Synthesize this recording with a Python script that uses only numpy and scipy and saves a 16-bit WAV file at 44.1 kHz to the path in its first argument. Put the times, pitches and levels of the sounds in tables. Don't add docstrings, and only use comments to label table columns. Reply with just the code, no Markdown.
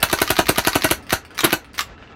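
import sys
import numpy as np
from scipy import signal
from scipy.fft import rfft, irfft, next_fast_len
from scipy.io import wavfile
from scipy.ndimage import uniform_filter1d, map_coordinates

SR = 44100
rng = np.random.default_rng(int(sys.argv[2]) if len(sys.argv) > 2 else 0)


def store_pcm(level_fs):
    pcm = np.round(np.clip(level_fs, -1, 1) * 32767).astype(np.int16)
    wavfile.write(sys.argv[1], SR, np.atleast_2d(pcm).T)


def invert_db(level):
    return 10 ** (np.asarray(level, dtype=float) / 20)


N = 94859


def unit(x):
    return x / np.sqrt(np.mean(x ** 2) + 1e-20)


def along(points, hz):
    f, v = np.transpose(points)
    return np.interp(np.log(hz + 1), np.log(f + 1), v)


def filtered(x, response):
    m = next_fast_len(len(x) + 8192)
    return irfft(rfft(x, m) * response(np.fft.rfftfreq(m, 1 / SR)), m)[:len(x)]


def coloured(spectrum, size):
    return unit(filtered(rng.standard_normal(size), lambda hz: invert_db(along(spectrum, hz))))


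def add(track, s, sound):
    track[max(round(s * SR), 0):][:len(sound)] += sound


def since(t, s):
    return np.clip(t - s, 0, None)


def sway(t, rate_hz):
    return map_coordinates(rng.standard_normal(200), [t * rate_hz])


# (f/Hz, level/dB per Hz)
LEAVES = [(200, -57), (400, 1), (800, -7), (1700, -7), (3000, -15), (5000, -22), (7500, -32), (12000, -71)]
# (t/s, level/dB)
LEAVES_LEVEL = [(0, -42), (1.0, -46.5), (1.3, -51), (1.7, -50), (1.9, -48), (2.15, -50.5)]
# (f/Hz, width/Hz, level/dB)
FEEDER_SHELL = [(800, 150, 2), (1310, 69, 5.5), (1715, 68, 4), (2690, 140, -2)]
# (f/Hz, level/dB per Hz)
RUMBLE = [(20, -39.5), (42, -4), (70, -1), (100, -6), (160, -12.5), (280, -8), (450, -22.5), (1000, -120)]
# (t/s, level/dB)
RUMBLE_LEVEL = [(0, -42), (.95, -42.5), (1.05, -45), (1.3, -45), (1.5, -47), (1.65, -50), (1.8, -43.5),
                (1.95, -45.5), (2.05, -45), (2.15, -42)]
SHELL_OVER_LEAVES_DB = -5


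def garden():
    t = np.arange(N) / SR
    leaves_db = np.interp(t, *np.transpose(LEAVES_LEVEL))
    rumble_db = np.interp(t, *np.transpose(RUMBLE_LEVEL))
    leaves = invert_db(leaves_db + 2.6 * sway(t, 35)) * coloured(LEAVES, N)

    def shell_response(hz):
        return sum(invert_db(db) / (1 + (2 * (hz - centre) / width) ** 2) for centre, width, db in FEEDER_SHELL)

    hum = unit(filtered(rng.standard_normal(N), shell_response))
    hum *= invert_db(leaves_db + SHELL_OVER_LEAVES_DB + 4.2 * sway(t, 21))
    rumble = invert_db(rumble_db + 2.2 * sway(t, 11)) * coloured(RUMBLE, N)
    return leaves + hum + rumble


# (f/Hz, t60/s)
DECK_T60 = [(100, 0.097), (1000, 0.15), (4000, 0.13), (12000, 0.12)]
# (f/Hz, level/dB)
DECK_COLOUR = [(200, -1), (650, -3.5), (1500, -1), (5000, 0)]


def tail():
    hz, t, z = signal.stft(rng.standard_normal(SR // 3), SR, nperseg=256)
    decay_db = along(DECK_COLOUR, hz)[:, None] - 60 * t / along(DECK_T60, hz)[:, None]
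    h = signal.istft(z * invert_db(decay_db), SR, nperseg=256)[1]
    return np.pad(h / np.linalg.norm(h), (150, 0))


def wet(dry, room, db):
    return np.pad(dry, (0, len(room) - 1)) + invert_db(db) * signal.fftconvolve(dry, room)


# (t/s, level/dB, brightness/dB)
RATTLES = [(.003, -30, 7), (.020, -21.5, -7), (0.027, -14, 2), (1.026, -37.5, 3), (1.029, -52, 11),
           (1.067, -33.5, 1), (1.091, -35, 5), (1.250, -31.5, 0.5), (1.306, -33, -2), (1.347, -40, 10),
           (1.352, -32, 2.5), (1.373, -30, 2), (1.645, -33.5, -1.5), (1.693, -48, -10), (1.733, -49, 15),
           (1.734, -50, 9), (1.742, -29.5, 0), (1.745, -33, -2), (1.749, -33, 7.5), (1.776, -32, 6),
           (1.979, -33.5, -24), (2.025, -32.5, -22), (2.074, -34, -26), (2.123, -35, -27)]
# (f/Hz, level/dB per Hz)
RATTLE_DULL = [(120, -120), (300, -5), (800, -1), (1400, 5.5), (2200, -1), (3200, 0), (4500, -16),
               (8000, -54)]
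# (f/Hz, level/dB per Hz)
RATTLE_BRIGHT = [(2000, -120), (4500, 5.5), (7000, -10.5), (9000, -2), (12500, -14), (16500, -8)]
RATTLE_T60_S, RATTLE_RISE_S = 0.013, 0.00036


def rattles():
    out, t = np.zeros(N + SR), np.arange(SR // 20) / SR
    envelope = invert_db(-60 * t / RATTLE_T60_S) * (1 - np.exp(-t / RATTLE_RISE_S))
    for s, db, bright_db in RATTLES:
        tick = coloured(RATTLE_DULL, len(t)) + invert_db(bright_db - 6.5) * coloured(RATTLE_BRIGHT, len(t))
        add(out, s, invert_db(db - 1) * wet(tick * envelope, tail(), 1))
    return out[:N]


WANDER = 0.025


def ring(modes, scatter_db, detune, loose):
    t = np.arange(SR // 5) / SR
    hz, db, t60 = np.transpose(modes)[:, :, None]
    level, pitch, phase = rng.standard_normal((3, len(modes), 1))
    steps = rng.standard_normal((len(modes), len(t)))
    wander = np.cumsum(steps, axis=1) * np.sqrt(2 * np.pi * WANDER * hz / SR)
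    envelope = invert_db(db + scatter_db * level - 60 * t / t60)
    angle = 2 * np.pi * hz * (1 + detune * pitch) * t + loose * phase + wander
    return np.sum(envelope * np.sin(angle), axis=0)


# (t/s, level/dB, gas hiss level/dB, low shove level/dB)
SHOTS = [(.0280, -4.5, 4.5, 1), (0.1279, -4.5, 1, -1), (0.2156, -4.5, 1.5, -0.5), (0.3024, -4.5, 1, 2),
         (0.3886, -2.5, -5, -2), (0.4894, -4, 5, 0), (0.5810, -4, 2, -0.5), (0.671, -4, 1.5, 0),
         (0.7538, -3.5, 1, -0.5), (.8432, -4, 1.5, 1), (0.9104, -4, 2.5, 0), (1.1276, -3, 1, 2),
         (1.4415, -6.5, 4.5, -3.5), (1.5280, -4.5, -1, -5)]
# (delay/s, gain, front length/s)
PATHS = [(0, .45, .0004), (.0004, .35, .0018), (.0033, .4, .0004), (.0036, .75, .0011), (.0046, .15, .0005),
         (.0051, .22, .0008), (.0059, .36, .0024), (.0089, .18, .001), (.0098, .35, .0014),
         (.0111, .22, .0007), (.0118, .15, .0005), (.0123, .22, .0008), (.013, .28, .0009)]
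# (f/Hz, level/dB, t60/s)
BARREL = [(316, -8, 0.032), (615, -22, 0.044), (777, -17.5, 0.052), (983, -20.5, 0.057),
          (1266, -20.5, 0.032), (1418, -15.5, 0.055), (1528, -13.5, 0.05), (1670, -26, 0.034),
          (1888, -15.5, 0.05), (2097, -19.5, 0.015), (2497, -13.5, 0.032), (2662, -13.5, 0.045),
          (2918, -18, 0.0576)]
# (f/Hz, level/dB per Hz)
HISS = [(600, -120), (1300, -14), (2200, -1), (4200, -1.5), (6000, -21.5), (10500, -1), (14000, -4),
        (16500, -24.5)]
# (f/Hz, level/dB per Hz)
VENT = [(500, -120), (1500, 8), (3000, -8.5), (4400, 6.5), (5100, -14.5), (5900, 4.5), (7600, -5),
        (16500, -35)]
# (delay/s, level/dB)
SNAPS = [
    (.0001, -13.5),
    (.0034, -6.5),
    (.0088, -15.5),
    (.012, -4),
]
FRONT_GAIN, SNAP_T60_S = 0.99, 0.0012
PUSH_HZ, PUSH_DB, PUSH_T60_S, PUSH_SAG_PER_S = 192, -10, 0.085, 57.2
PUSH_PHASE, PUSH_LAG_S, PUSH_END_S = 2.6, 0.0068, 0.04
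HISS_DB, HISS_T60_S, HISS_GRAIN_DB = -12, 0.014, 4
HISS_HOLD_S, HISS_START = 0.0036, 0.6
VENT_DB, VENT_T60_S = -19.5, 0.14
BLAST_WET_DB, FRESH_DB = -14.5, 8


def pressure_fronts(t):
    out = np.zeros(len(t))
    for delay, gain, length in PATHS:
        strength = gain * FRONT_GAIN * invert_db(3.1 * rng.standard_normal())
        out += strength * np.sin(2 * np.pi * np.clip((t - delay) / length, 0, 1))
    return out


def low_push(t, shove_db):
    cycles = PUSH_HZ * (1 - np.exp(-PUSH_SAG_PER_S * t)) / PUSH_SAG_PER_S
    push = np.sin(PUSH_PHASE + 2 * np.pi * cycles) * (1 - np.exp(-(t / PUSH_LAG_S) ** 2))
    return push * invert_db(PUSH_DB + shove_db - 60 * t / PUSH_T60_S) * np.exp(-(t / PUSH_END_S) ** 2)


def gas_jet(t, hiss_db):
    grain = unit(uniform_filter1d(rng.standard_normal(len(t)), size=30))
    hiss = invert_db(HISS_DB + hiss_db - 60 * since(t, HISS_HOLD_S) / HISS_T60_S) * coloured(HISS, len(t))
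    hiss *= np.interp(t, [0, HISS_HOLD_S], [HISS_START, 1]) * invert_db(HISS_GRAIN_DB * grain)
    vent = invert_db(VENT_DB - 60 * t / VENT_T60_S) * coloured(VENT, len(t))
    snap = sum(invert_db(db - 60 * abs(t - delay) / SNAP_T60_S) * (t >= delay) for delay, db in SNAPS)
    return hiss + vent + snap * coloured(RATTLE_BRIGHT, len(t))


def blasts():
    out, t, deck = np.zeros(N + SR), np.arange(SR // 5) / SR, tail()
    for s, db, hiss_db, shove_db in SHOTS:
        add(out, s, invert_db(db) * low_push(t, shove_db))
        barrel = ring(BARREL, scatter_db=2.5, detune=0.016, loose=0.84) * (1 - np.exp(-t / 0.0016))
        dry = pressure_fronts(t) + gas_jet(t, hiss_db) + barrel
        add(out, s, invert_db(db) * wet(dry, deck + invert_db(FRESH_DB) * tail(), BLAST_WET_DB))
    return out[:N]


EDGE_S, REBOUND_S, METAL_WET_DB = 0.00015, 0.0029, -4.5


def contact(modes, crack, crack_db, crack_t60_s, rebound_db):
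    t = np.arange(SR // 5) / SR

    def blow():
        noise = invert_db(crack_db - 60 * t / crack_t60_s) * coloured(crack, len(t))
        body = ring(modes, scatter_db=1, detune=0.013, loose=1.43)
        return (body + noise) * (1 - np.exp(-t / EDGE_S))

    blows = blow() + invert_db(rebound_db) * np.roll(blow(), round(REBOUND_S * SR))
    return wet(blows, tail(), METAL_WET_DB)


# (t/s, level/dB)
BOLT = [(.0983, -12), (.1873, -11), (.2768, -12), (.3667, -11), (.4682, -13), (.5594, -13), (.6496, -11),
        (.7314, -12), (.8209, -12), (.8888, -14), (1.1060, -11), (1.3900, -7), (1.5059, -13), (1.7913, -5)]
# (t/s, level/dB)
STOP = [(.1142, -14), (.2024, -13), (.2921, -13), (.3821, -11), (.4840, -12), (.5754, -14), (.6653, -13),
        (.7473, -14), (.8365, -14), (.9044, -13), (1.1230, -9), (1.4065, -8), (1.5219, -11), (1.8075, -9)]
# (f/Hz, level/dB, t60/s)
TICK_RING = [(2110, 3.5, 0.0029), (3600, 3.5, 0.0013)]
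# (f/Hz, level/dB, t60/s)
BOLT_RING = [(1217, -11.5, 0.088), (1650, -12, 0.012), (1920, -5.5, 0.013), (2344, -6.5, 0.012),
             (3850, -1, 0.0055), (4460, -4.5, 0.0089)]
# (f/Hz, level/dB, t60/s)
STOP_RING = [(323, -16.5, 0.028), (2530, -13, 0.022), (3140, -4, 0.015), (3600, -9, 0.017)]
# (f/Hz, level/dB per Hz)
FILL = [(500, -120), (1500, -19.5), (4500, 1.5), (6200, 1.5), (7500, -17), (11000, -11), (14500, -4),
        (16500, -14)]
# (f/Hz, level/dB per Hz)
BOLT_CRACK = [(200, -120), (600, -10), (1300, 5), (4500, 0), (6200, -3.5), (7500, -15.5), (11000, -9.5),
              (16500, -15.5)]
# (f/Hz, level/dB per Hz)
STOP_CRACK = [(300, -120), (900, -2.5), (3200, -2.5), (5000, -8.5), (7500, -10.5), (9500, -20),
              (12500, -12), (16500, -24)]
SOLENOID_LEAD_S, SOLENOID_DB = 0.0109, -4.5
FILL_DB, FILL_T60_S = -23, 0.12


def action():
    out, t = np.zeros(N + SR), np.arange(round(SOLENOID_LEAD_S * SR)) / SR
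    for (s, db), (stop_s, stop_db) in zip(BOLT, STOP):
        tick = contact(TICK_RING, BOLT_CRACK, crack_db=-21.5, crack_t60_s=0.0025, rebound_db=-6)
        fill = invert_db(FILL_DB - 60 * t / FILL_T60_S) * coloured(FILL, len(t))
        clack = contact(BOLT_RING, BOLT_CRACK, crack_db=2, crack_t60_s=0.0086, rebound_db=-4.5)
        stop = contact(STOP_RING, STOP_CRACK, crack_db=0.5, crack_t60_s=0.013, rebound_db=-10.5)
        add(out, s - SOLENOID_LEAD_S, invert_db(db + SOLENOID_DB) * tick)
        add(out, s - SOLENOID_LEAD_S, invert_db(db) * fill)
        add(out, s, invert_db(db - 4) * clack)
        add(out, stop_s, invert_db(stop_db - 4) * stop)
    return out[:N]


# (f/Hz, level/dB per Hz)
BURST = [(60, -34), (165, -3), (350, -1), (650, -11), (1100, -5.5), (3000, -11.5), (4500, -20),
         (7000, -32.5)]
# (f/Hz, level/dB, t60/s)
SLOSH = [(165.5, -3.5, 0.067)]
LEAK_S, LEAK_RISE_S = 1.432, 0.0022
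BURST_S, BURST_SWELL_S, BURST_DB, BURST_T60_S = 1.450, 0.026, -12, 0.13
TEAR_S, TEAR_RISE_S, TEAR_HOLD_S, TEAR_DB, TEAR_T60_S = 1.4425, 0.0021, 0.01, -13.5, 0.0256
SLOSH_S, SLOSH_RISE_S = 1.441, 0.017


def burst():
    t = np.arange(N) / SR
    swell = np.exp(np.clip(t - BURST_S, None, 0) / BURST_SWELL_S)
    leak = invert_db(BURST_DB - 60 * since(t, BURST_S) / BURST_T60_S) * swell * coloured(BURST, N)
    leak *= 1 - np.exp(-since(t, LEAK_S) / LEAK_RISE_S)
    jet = invert_db(TEAR_DB - 60 * since(t, TEAR_S + TEAR_HOLD_S) / TEAR_T60_S) * coloured(HISS, N)
    jet *= 1 - np.exp(-since(t, TEAR_S) / TEAR_RISE_S)
    boom = ring(SLOSH, scatter_db=1, detune=0, loose=0)
    boom *= 1 - np.exp(-(t[:SR // 5] / SLOSH_RISE_S) ** 2)
    dry = leak + jet
    add(dry, SLOSH_S, boom)
    return wet(dry, tail(), BLAST_WET_DB)[:N]


def scene():
    return (garden() + rattles() + blasts() + action() + burst())[None]


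LOW_CUT_HZ, TOP_HZ = 8.2, 15900
CLIP_TOP, CLIP_HARD = 1, 7.2


def top_cut(x):
    return signal.sosfilt(signal.butter(12, 16460, fs=SR, output="sos"), x)


def record(dry):
    x = filtered(dry[0], lambda hz: (1j * hz / (LOW_CUT_HZ + 1j * hz)) ** 4)
    x = x / (1 + abs(x / CLIP_TOP) ** CLIP_HARD) ** (1 / CLIP_HARD)
    x = filtered(x, lambda hz: 1 / (1 + (hz / TOP_HZ) ** 200))
    return top_cut(x[None])


dry = scene()
out = record(dry)
store_pcm(out)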